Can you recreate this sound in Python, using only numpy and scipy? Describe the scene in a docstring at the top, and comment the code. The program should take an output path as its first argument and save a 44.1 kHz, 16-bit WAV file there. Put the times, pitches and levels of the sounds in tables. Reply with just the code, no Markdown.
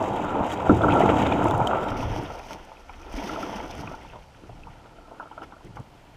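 """Stones grind under a plastic kayak dragged over river gravel; then it floats off with a paddle stroke. The
microphone is close: it rides on a pole fixed to the hull, shut in a case. Chance contacts ring the hull's
modes; loose gravel and water rattle in the air as coloured grains, rings and snaps, their bright band changing
colour once. Gear knocks on the deck as blows with slips, jolts thud, and gurgles are climbing tones. Low noise
is wind and pole shake, faint noise the river, with thin steady whines."""
import sys
import numpy as np
from scipy import signal
from scipy.fft import rfft, irfft
from scipy.io import wavfile

SR = 44100
rng = np.random.default_rng(int(sys.argv[2]) if len(sys.argv) > 2 else 0)


def log_audio(samples):
    """Write samples as a 16-bit WAV file to the path given in sys.argv[1]."""
    # one column per channel
    frames = np.atleast_2d(samples).T
    # limit to full scale, then quantise
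    limited = np.clip(frames, -1, 1)
    pcm = np.round(limited * 32767).astype(np.int16)
    wavfile.write(sys.argv[1], SR, pcm)


N = 272046  # samples

# Hull modes, the last one the case's own: pitch_hz, width_hz, relative_level_db
HULL_MODES = [(78.4, 35, -9.5), (106.8, 10, -8), (144.5, 47, -6), (202, 18, -5.5), (248.2, 28, -5.5),
              (296, 28.6, -0.5), (357.7, 67, -1.5), (485, 60, -3.5), (551, 210, -1.5), (672, 69, -2),
              (785, 170, 0.5), (888.7, 72, 0.5), (972, 76, -4.5), (1173, 30.4, -13.5), (1334, 93, -1.5)]
# Steady working of stones, then water, under the hull, before the case's filtering:
# time_s, upper_modes_rms_db, lower_modes_rms_db, case_resonance_rms_db
GRIND_CURVE = [(0, -24.5, -31, -59), (.29, -29.5, -31.5, -34.5), (.4, -22.5, -31.5, -36.5),
               (.56, -31, -38, -54), (.66, -22, -34.5, -43), (.8, -32, -42, -42), (.85, -27, -22, -39),
               (1.0, -19, -24, -29), (1.2, -22.5, -23, -42), (1.41, -25, -26.5, -35.5),
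               (1.79, -24.5, -33, -34), (1.93, -31, -33, -36.5), (2.2, -35.5, -41.5, -56),
               (2.32, -39, -54, -49), (2.62, -48, -56, -73), (2.9, -54.5, -59, -54),
               (3.12, -44, -54, -56.5), (3.17, -39.5, -38.5, -58), (3.45, -34, -38, -55),
               (3.65, -39.5, -43, -43.5), (3.7, -42, -46, -60), (3.93, -46, -47.5, -52),
               (4.1, -51.5, -55.5, -72), (4.3, -55, -70, -74), (4.45, -54, -52.5, -64),
               (4.78, -53, -63, -63.5), (5.3, -56.5, -51, -53.5), (5.6, -57, -58.5, -70),
               (6.17, -56.5, -59, -79)]
# Loose gravel and running water through the air: time_s, mid_band_rms_db, high_band_rms_db
RATTLE_CURVE = [(0, -44, -55), (.45, -42.5, -59.5), (.87, -41, -52), (1.05, -38.5, -51), (1.3, -37, -52),
                (1.65, -48, -58), (1.72, -41, -58), (1.92, -44, -58.5), (2.14, -45, -51),
                (2.45, -52, -58.5), (2.6, -56, -62), (2.87, -61, -66), (3.1, -52, -61), (3.18, -43.5, -48),
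                (3.47, -44, -48.5), (3.72, -50.5, -56.5), (3.9, -53, -58.5), (4.13, -55.5, -66),
                (4.3, -62.5, -70), (4.6, -60.5, -70.5), (5.0, -63, -80), (6.17, -61, -82)]
# Lowest sounds: time_s, wind_and_pole_rms_db, hull_boom_rms_db (boom before the case's filtering)
LOW_CURVE = [(0, -52, -38), (.33, -48, -43.5), (.6, -60, -40), (.75, -45.5, -23), (1.41, -40, -30),
             (1.63, -43, -27), (1.7, -50, -42), (1.86, -50, -39), (1.94, -40, -38), (2.06, -28.5, -29),
             (2.25, -43.5, -39.5), (2.45, -43, -63), (2.7, -57.5, -67), (3.04, -44, -62), (3.14, -35, -61),
             (3.26, -47, -48), (3.7, -46, -73), (4.12, -46.5, -52.5), (4.4, -56.5, -55.5), (4.69, -41, -47),
             (4.77, -55.5, -54), (5.12, -56, -62), (5.46, -56, -54), (5.6, -47, -78), (5.8, -55, -54),
             (5.88, -61.5, -57), (6.17, -55, -55)]
# Colours of the air sounds, the low noise and the river: pitch_hz, relative_level_db (per Hz)
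MID_RATTLE_COLOUR = [(850, -26), (1450, -1.5), (1550, -8), (1890, -9), (2440, -8.5), (2860, -10),
                     (3150, -10), (4120, -30.5), (4400, -57), (5720, -41), (9680, -120)]
EARLY_HIGH_COLOUR = [(2240, -19), (3800, 7), (4150, -38), (4420, -2.5), (5050, -5), (6710, 1.5), (7750, -1),
                     (8910, -13.5), (10300, -10.5), (11600, -19), (13900, -11), (14600, -30), (15200, -26)]
LATE_HIGH_COLOUR = [(2240, 7.5), (3800, -4), (5320, 4.5), (5940, 5), (6360, 1), (7060, -13), (10500, -11),
                    (11600, -16), (12800, -12), (15200, -18)]
RUMBLE_COLOUR = [(12, -21), (25, 0), (45, -8.5), (70, -7), (120, -34)]
RIVER_COLOUR = [(59, -34), (100, 2), (209, 0.5), (346, -7), (768, 1.5), (1570, -12.5), (2110, -13.5),
                (4580, -15), (5650, -17.5), (12600, -29), (15200, -44)]
# Faint steady whines: start_s, pitch_hz, rms_db
WHINES = [(0, 8780, -95), (0, 11719, -92), (5.817, 14626, -82)]
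# Bright snaps: start_s, relative_level_db
SNAPS = [(0.1356, -40), (0.163, -36), (0.1865, -49.5), (0.466, -35), (0.523, -28), (0.772, -36),
         (0.816, -41), (0.925, -38), (0.939, -32), (0.9717, -41), (0.9976, -35), (1.2017, -46),
         (1.3234, -44), (1.442, -29.5), (1.484, -35), (1.509, -28), (1.5534, -40), (1.578, -30.5),
         (1.671, -29.5), (2.0128, -41), (2.2353, -37), (2.471, -41), (2.5037, -50), (2.649, -45),
         (3.1263, -39), (3.174, -41), (3.4151, -47), (3.4531, -46), (3.5124, -44), (3.6631, -45),
         (3.7519, -36), (3.78, -44), (3.8117, -45), (4.0317, -48), (5.648, -44), (5.758, -48), (5.8, -46)]
# Crunches and splashes that build up and break off:
# peak_time_s, mid_band_level_db, high_band_level_db, build_up_s
CRUNCHES = [(.16, -48, -54, 0.026), (0.537, -39.5, -42, 0.041), (.9, -28, -65, 0.0068),
            (.94, -32, -55, 0.022), (1.02, -30.5, -47, 0.034), (1.101, -27.5, -44, 0.016),
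            (1.2, -35, -47, 0.024), (1.227, -34, -49, 0.024), (1.27, -31, -64, 0.017),
            (1.328, -42, -57, 0.013), (1.673, -47, -43.5, 0.0042), (2.031, -55, -44.5, 0.058),
            (2.54, -51, -46, 0.06), (2.89, -56, -68, .012), (3.13, -59, -48, .01), (3.57, -47, -55, 0.019),
            (3.81, -48, -46, 0.034), (3.87, -60, -57, 0.0074), (5.236, -56, -70, 0.027),
            (5.38, -54, -74, 0.039), (5.435, -44.5, -56, .01), (5.672, -64, -69, .05),
            (5.76, -50, -58, 0.0045)]
# Knocks and short slips on the hull, before the case's filtering:
# start_s, peak_db, favoured_pitch_hz, relative_case_ring_db
KNOCKS = [(0.243, -20, 740, 14), (0.403, -18, 880, -24), (0.695, -2, 356, -13.5), (0.808, -11.5, 640, -13),
          (0.835, -10.5, 296, 7), (0.883, -8, 640, -9), (0.965, -12, 673, 0), (1.005, -5.5, 706, -29),
          (1.09, -7, 507, -21), (1.422, -13.5, 299, -5), (1.456, -8.5, 840, -24), (1.511, -14, 880, -31),
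          (1.602, -8.5, 850, -26), (1.732, -13.5, 1080, -24), (2.027, -19.5, 955, -33),
          (2.226, -19, 320, -13), (2.302, -26, 880, -7), (2.507, -26.5, 765, -6), (2.717, -30, 855, -21),
          (2.894, -31, 900, -10), (3.139, -27, 282, -13), (3.293, -22.5, 331, 1), (3.359, -24, 748, -6),
          (3.429, -22.5, 856, -5), (3.791, -27.5, 293, -7), (3.834, -28, 870, -20), (3.872, -28, 980, -9),
          (3.914, -28, 710, -9), (3.941, -29, 918, -4), (4.048, -34, 840, -23), (4.133, -33, 740, -16),
          (4.158, -34, 830, -24), (4.436, -33, 256, -13), (4.493, -33, 624, -21), (4.67, -32.5, 885, -24),
          (4.857, -34.5, 666, -8), (4.985, -36, 624, -13), (5.081, -38, 640, -23), (5.112, -35, 670, -22),
          (5.198, -24, 910, -0.5), (5.227, -30, 830, -11), (5.256, -32, 635, -11), (5.313, -32.5, 970, -7),
          (5.377, -26, 700, -6), (5.419, -28.5, 940, 6), (5.522, -33, 1030, -6), (5.565, -37, 654, -6),
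          (5.608, -41, 904, -13), (5.65, -40.5, 310, -25), (5.769, -27.5, 980, -8)]
# The hull is jolted: peak_time_s, upper_modes_db, lower_modes_db, boom_db, build_up_s, dying_s
JOLTS = [(.408, -32, -23.5, -31, 0.0035, 0.0094), (.697, -23.5, -14, -26, .002, 0.062),
         (0.84, -19.5, -20, -34, 0.012, 0.069), (1.455, -25, -16.5, -27.5, 0.016, 0.013),
         (2.18, -41, -34, -46, 0.034, 0.013), (2.519, -36.5, -40.5, -44, 0.018, .04),
         (3.8, -45, -37.5, -38, 0.056, 0.048), (3.88, -55, -44, -34, 0.037, 0.023),
         (4.162, -38.5, -66, -56, 0.014, 0.016), (4.511, -62, -53, -41, 0.021, .025),
         (4.64, -62, -54, -52, .04, 0.05), (4.85, -60, -49, -60, .02, .015),
         (5.119, -43, -66, -68, 0.0061, 0.034), (5.431, -40.5, -43.5, -52, 0.025, 0.014),
         (5.535, -66, -50, -64, 0.015, .015), (5.658, -50, -43.5, -44, 0.015, 0.022),
         (5.7, -65, -59, -42.5, 0.025, 0.026), (5.807, -42, -39.5, -32.5, 0.031, .005)]
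# Ringing ticks of stones and drops: start_s, relative_level_db, pitch_hz
TICKS = [(0.4683, -33, 1940), (0.517, -21.5, 3260), (0.8185, -24.5, 3410), (0.8992, -19, 2130),
         (0.9208, -16, 2560), (1.0066, -34, 3200), (1.0224, -16, 1990), (1.0913, -16, 2300),
         (1.3223, -12.5, 2440), (1.324, -22, 3470), (0.9223, -22, 3330), (1.482, -24, 2620),
         (1.5088, -23.5, 3500), (1.5489, -29, 2740), (1.6165, -28, 2420), (1.648, -34, 2450),
         (1.672, -11.5, 3110), (2.0054, -27, 2660), (2.1625, -31, 2970), (2.399, -33, 2500),
         (2.7692, -36, 2520), (2.8953, -30.5, 2350), (3.031, -36, 2500), (3.1278, -35, 2430),
         (3.1624, -33, 1900), (3.2923, -25, 2020), (3.4526, -38, 2220), (3.5473, -28, 3060),
         (3.6012, -29, 2090), (3.875, -22.5, 2500), (4.0988, -32.5, 2660), (4.635, -31.5, 2590),
         (5.316, -39, 3020), (5.4166, -38, 3000), (5.7723, -35, 2140)]
# Gurgles under the hull and round the paddle blade, before the case's filtering:
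# centre_s, peak_db, centre_pitch_hz, length_s (centre to 1/e of the peak)
GURGLES = [(1.999, -27.5, 250, 0.016), (2.18, -29.5, 310, 0.022), (2.966, -52, 275, 0.024),
           (3.027, -49, 336, 0.038), (3.076, -44, 360, .015), (3.186, -29, 270, 0.016),
           (3.245, -29.5, 205, 0.01), (3.311, -39, 316, .025), (3.382, -31, 638, 0.014),
           (3.44, -32.5, 300, 0.014), (3.565, -32, 210, 0.015), (3.645, -30, 300, 0.0076),
           (3.797, -34, 299, 0.011), (4.448, -51, 350, 0.014)]

BOOM_TOP_HZ, LOWER_TOP_HZ, UPPER_TOP_HZ = 170, 430, 1280  # mode groups; the case lies above
CASE_LOW_HZ, CASE_HIGH_HZ = 60, 1507  # hull vibration passed by the case
COLOUR_FADE_START_S, COLOUR_FADE_END_S = 1.75, 1.93  # the high band's colour crossfades
RIVER_RMS_DB = -58
CRUNCH_FALL_S = 0.01
KNOCK_SPREAD_OCT, SLIP_S = 0.35, 0.012  # modes near the favoured pitch ring; slips die away
THUD_DB, THUD_CONTACT_S = 13, 0.0014  # blow over the jolt's boom level, before build-up scaling
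GURGLE_RISE = 0.12  # share by which the pitch climbs over one length
CUTOFF_HZ = 15350


def amp(db):
    """Decibels to amplitude."""
    return 10 ** (np.asarray(db) / 20)


def rms_one(x):
    """Scale to rms 1."""
    return x / np.sqrt(np.mean(x ** 2) + 1e-20)


def in_time(rows):
    """Columns of a curve table, drawn straight from point to point, sample by sample."""
    time_s, *columns = np.transpose(rows)
    return [np.interp(np.arange(N) / SR, time_s, column) for column in columns]


def swell(steady_db, peak_s, peak_db, rise_s, fall_s):
    """Level in dB with bursts added in power; each grows and dies away exponentially."""
    t, power = np.arange(N) / SR, amp(2 * steady_db)
    for at, db, rise, fall in np.broadcast(peak_s, peak_db, rise_s, fall_s):
        late = t - at
        slope_s = np.where(late < 0, max(rise, 1e-3), max(fall, 1e-3))
        power = power + amp(2 * db) * np.exp(-2 * np.abs(late) / slope_s)
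    return 10 * np.log10(power)


def drift(rate_hz):
    """Slow chance: noise through a double one-pole low-pass, rms 1."""
    r = np.exp(-2 * np.pi * rate_hz / SR)
    noise = rng.standard_normal(N + SR)
    settled = signal.lfilter([1], [1, -2 * r, r * r], noise)[SR:]
    return rms_one(settled)


def grains(per_s, spread_db, clump_db, clump_rate):
    """Random contacts of uneven size that come in clumps, rms 1."""
    sizes = amp(spread_db * np.minimum(rng.exponential(1, N), 3.2)) * rng.choice([-1, 1], N)
    struck = rng.random(N) < per_s / SR
    return rms_one(sizes * struck * amp(clump_db * drift(clump_rate)))


def resonate(x, hz, width_hz):
    """A damped mode: a unit click sets a sine of starting height 1 ringing."""
    r, w = np.exp(-np.pi * width_hz / SR), 2 * np.pi * min(hz, 0.45 * SR) / SR
    return signal.lfilter([0, np.sin(w)], [1, -2 * r * np.cos(w), r * r], x + 1e-18)


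def colour(x, spectrum):
    """Causal (minimum-phase) filter with the given spectrum, falling steeply outside it; rms 1."""
    size = 8192
    hz, db = np.transpose(spectrum)
    grid = np.log(np.maximum(np.arange(size // 2 + 1) * SR / size, 1))
    outside = np.maximum(np.log(hz[0]) - grid, 0) + np.maximum(grid - np.log(hz[-1]), 0)
    shape_db = np.interp(grid, np.log(hz), db) - np.minimum(60 * outside, 60)
    cepstrum = irfft(shape_db * np.log(10) / 20)
    # folding the cepstrum forward makes the filter causal
    cepstrum[1:size // 2] *= 2
    cepstrum[size // 2 + 1:] = 0
    impulse = irfft(np.exp(rfft(cepstrum)))
    return rms_one(signal.fftconvolve(x, impulse)[:N])


def grind(boom_db, lower_db, upper_db, case_db):
    """Stones and water drive every hull mode: shared contacts, lone bumps on one mode, a smooth rub."""
    shared = grains(900, spread_db=5.5, clump_db=4.5, clump_rate=33)
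    groups = np.zeros((4, N))
    for k, (hz, width_hz, db) in enumerate(HULL_MODES):
        bumps = grains(70, spread_db=3.0, clump_db=1.5, clump_rate=25.5)
        push = 0.5 * shared + 0.94 * bumps + 0.84 * rng.standard_normal(N)
        group = np.searchsorted((BOOM_TOP_HZ, LOWER_TOP_HZ, UPPER_TOP_HZ), hz)
        gain = (-1) ** k * amp(db) * np.sqrt(width_hz)  # neighbouring modes have opposite signs
        groups[group] += gain * resonate(push, hz, width_hz)
    levels_db = (boom_db, lower_db, upper_db, case_db)
    return sum(amp(db) * rms_one(group) for db, group in zip(levels_db, groups))


def pebbles():
    """Pebbles and drops ring a few cycles each, at pitches across the mid band; rms 1."""
    out = np.zeros(N)
    for hz in np.geomspace(1900, 3600, num=8):
        contacts = grains(45, spread_db=3.5, clump_db=4.5, clump_rate=39.0)
        out += resonate(contacts, hz, 0.049 * hz)
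    return rms_one(out)


def rattle(mid_db, high_db):
    """Fine contacts heard through the air in two bands; the high band's colour crossfades once."""
    fine = grains(4000, spread_db=1.5, clump_db=1.5, clump_rate=22)
    finer = grains(6000, spread_db=8.5, clump_db=5.5, clump_rate=42)
    coarse = grains(500, spread_db=0.0, clump_db=6.5, clump_rate=29)
    late_share = np.interp(np.arange(N) / SR, (COLOUR_FADE_START_S, COLOUR_FADE_END_S), [0, 1])
    early_high = np.sqrt(1 - late_share) * colour(fine + finer, EARLY_HIGH_COLOUR)
    late_high = np.sqrt(late_share) * colour(fine + finer, LATE_HIGH_COLOUR)
    mid = colour(2.0 * fine + coarse, MID_RATTLE_COLOUR) + 0.35 * pebbles()
    return amp(mid_db) * rms_one(mid) + amp(high_db) * (early_high + late_high)


def rumble(level_db):
    """Lumpy low noise from wind and the shaking pole."""
    lumpy = rng.standard_normal(N) * amp(1.6 * drift(9.3))
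    return amp(level_db) * colour(lumpy, RUMBLE_COLOUR)


def background():
    """Smooth river hiss as coloured noise, and the thin whines as steady sines."""
    t = np.arange(N) / SR
    whines = sum(np.sqrt(2) * amp(db) * (t > s) * np.sin(2 * np.pi * hz * t) for s, hz, db in WHINES)
    return amp(RIVER_RMS_DB) * colour(rng.standard_normal(N), RIVER_COLOUR) + whines


def snaps():
    """Dry cracks of a few milliseconds: dying noise in two bright bands."""
    t, out = np.arange(SR // 40) / SR, np.zeros(N + SR)
    for start_s, level_db in SNAPS:
        at = round(start_s * SR)
        hiss = rng.standard_normal(len(t))
        out[at:at + len(t)] += amp(level_db - 5.5) * hiss * np.exp(-t / 0.0024)
    band = signal.butter(2, [5400, 10500], "band", fs=SR, output="sos")
    top = signal.butter(2, [12000, 14500], "band", fs=SR, output="sos")
    return signal.sosfilt(band, out[:N]) + 0.48 * signal.sosfilt(top, out[:N])


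def knocks():
    """A blow and a dying burst of slips; modes near the struck spot's own pitch ring most."""
    t, out = np.arange(SR // 8) / SR, np.zeros(N + SR)
    hz, width_hz, db = np.transpose(HULL_MODES)[:, :, None]
    soft_contact = np.minimum(t / 0.0011, 1)
    rings = np.sin(2 * np.pi * hz * t) * np.exp(-1.1 * np.pi * width_hz * t) * soft_contact
    for start_s, peak_db, spot_hz, case_db in KNOCKS:
        luck_db = 2 * rng.standard_normal((len(HULL_MODES), 1))
        distance = np.log2(hz / spot_hz) / KNOCK_SPREAD_OCT
        strength_db = 0.37 * db + luck_db - 10 * distance ** 2
        strength_db[-1] = case_db + 6.5
        slips = rng.standard_normal(len(t)) * np.exp(-t / SLIP_S)
        push = 0.06 * slips + (t == 0)
        knock = signal.fftconvolve(push, np.sum(amp(strength_db) * rings, axis=0))[:len(t)]
        at = round(start_s * SR)
        out[at:at + len(t)] += amp(peak_db) * knock / np.abs(knock).max()
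    return out[:N]


def thuds():
    """A jolt strikes the modes below the upper group once; the slower its build-up, the softer the blow."""
    t, out = np.arange(SR // 4) / SR, np.zeros(N + SR)
    low_modes = [mode for mode in HULL_MODES if mode[0] < LOWER_TOP_HZ]
    hz, width_hz, db = np.transpose(low_modes)[:, :, None]
    ring = np.sum(amp(db) * np.sin(2 * np.pi * hz * t) * np.exp(-np.pi * width_hz * t), axis=0)
    for peak_s, _, _, boom_db, build_s, _ in JOLTS:
        at = round((peak_s - THUD_CONTACT_S) * SR)
        suddenness = THUD_CONTACT_S / max(build_s, 1e-3)
        out[at:at + len(t)] += amp(boom_db + THUD_DB) * suddenness * ring
    return out[:N]


def ticks():
    """A short ring at the stone's or drop's own pitch, with a weaker second mode."""
    t, out = np.arange(SR // 40) / SR, np.zeros(N + SR)
    envelope = np.exp(-t / 0.0022) * np.minimum(t / 0.0011, 1)
    for start_s, level_db, hz in TICKS:
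        ring = np.sin(2 * np.pi * hz * t) + 0.19 * np.sin(2 * np.pi * 1.166 * hz * t)
        at = round(start_s * SR)
        out[at:at + len(t)] += amp(level_db - 2.5) * ring * envelope
    return out[:N]


def gurgles():
    """Pockets of air close under water: a soft blob of tone whose pitch climbs."""
    out = np.zeros(N)
    for centre_s, peak_db, hz, length_s in GURGLES:
        t = np.arange(N) / SR - centre_s
        cycles = hz * t * (1 + GURGLE_RISE * t / length_s / 2)
        out += amp(peak_db) * np.exp(-(t / length_s) ** 2) * np.sin(2 * np.pi * cycles)
    return out


def scene():
    """All sources at one microphone; the case's band filter shapes the grind, knocks and gurgles."""
    upper_db, lower_db, case_db = in_time(GRIND_CURVE)
    wind_db, boom_db = in_time(LOW_CURVE)
    jolt_s, jolt_upper_db, jolt_lower_db, jolt_boom_db, build_s, dying_s = np.transpose(JOLTS)
    upper_db = swell(upper_db, jolt_s, jolt_upper_db, build_s, dying_s)
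    lower_db = swell(lower_db, jolt_s, jolt_lower_db, build_s, dying_s)
    boom_db = swell(boom_db, jolt_s, jolt_boom_db, build_s, dying_s)
    hull = grind(boom_db, lower_db, upper_db, case_db) + knocks() + gurgles()
    case = signal.cheby1(4, 1, (CASE_LOW_HZ, CASE_HIGH_HZ), "band", fs=SR, output="sos")
    # thuds are added after the filter, so their low onset stays sharp
    hull = signal.sosfilt(case, hull) + thuds()

    mid_db, high_db = in_time(RATTLE_CURVE)
    crunch_s, crunch_mid_db, crunch_high_db, crunch_build_s = np.transpose(CRUNCHES)
    mid_db = swell(mid_db, crunch_s, crunch_mid_db, crunch_build_s, CRUNCH_FALL_S)
    high_db = swell(high_db, crunch_s, crunch_high_db, crunch_build_s, CRUNCH_FALL_S)
    air = rattle(mid_db, high_db) + ticks() + snaps()
    return (hull + air + rumble(wind_db) + background())[None]


def record(dry):
    """A steep low-pass cuts the top."""
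    return signal.sosfilt(signal.ellip(12, 0.5, 50, CUTOFF_HZ, fs=SR, output="sos"), dry)


dry = scene()
out = record(dry)
log_audio(out)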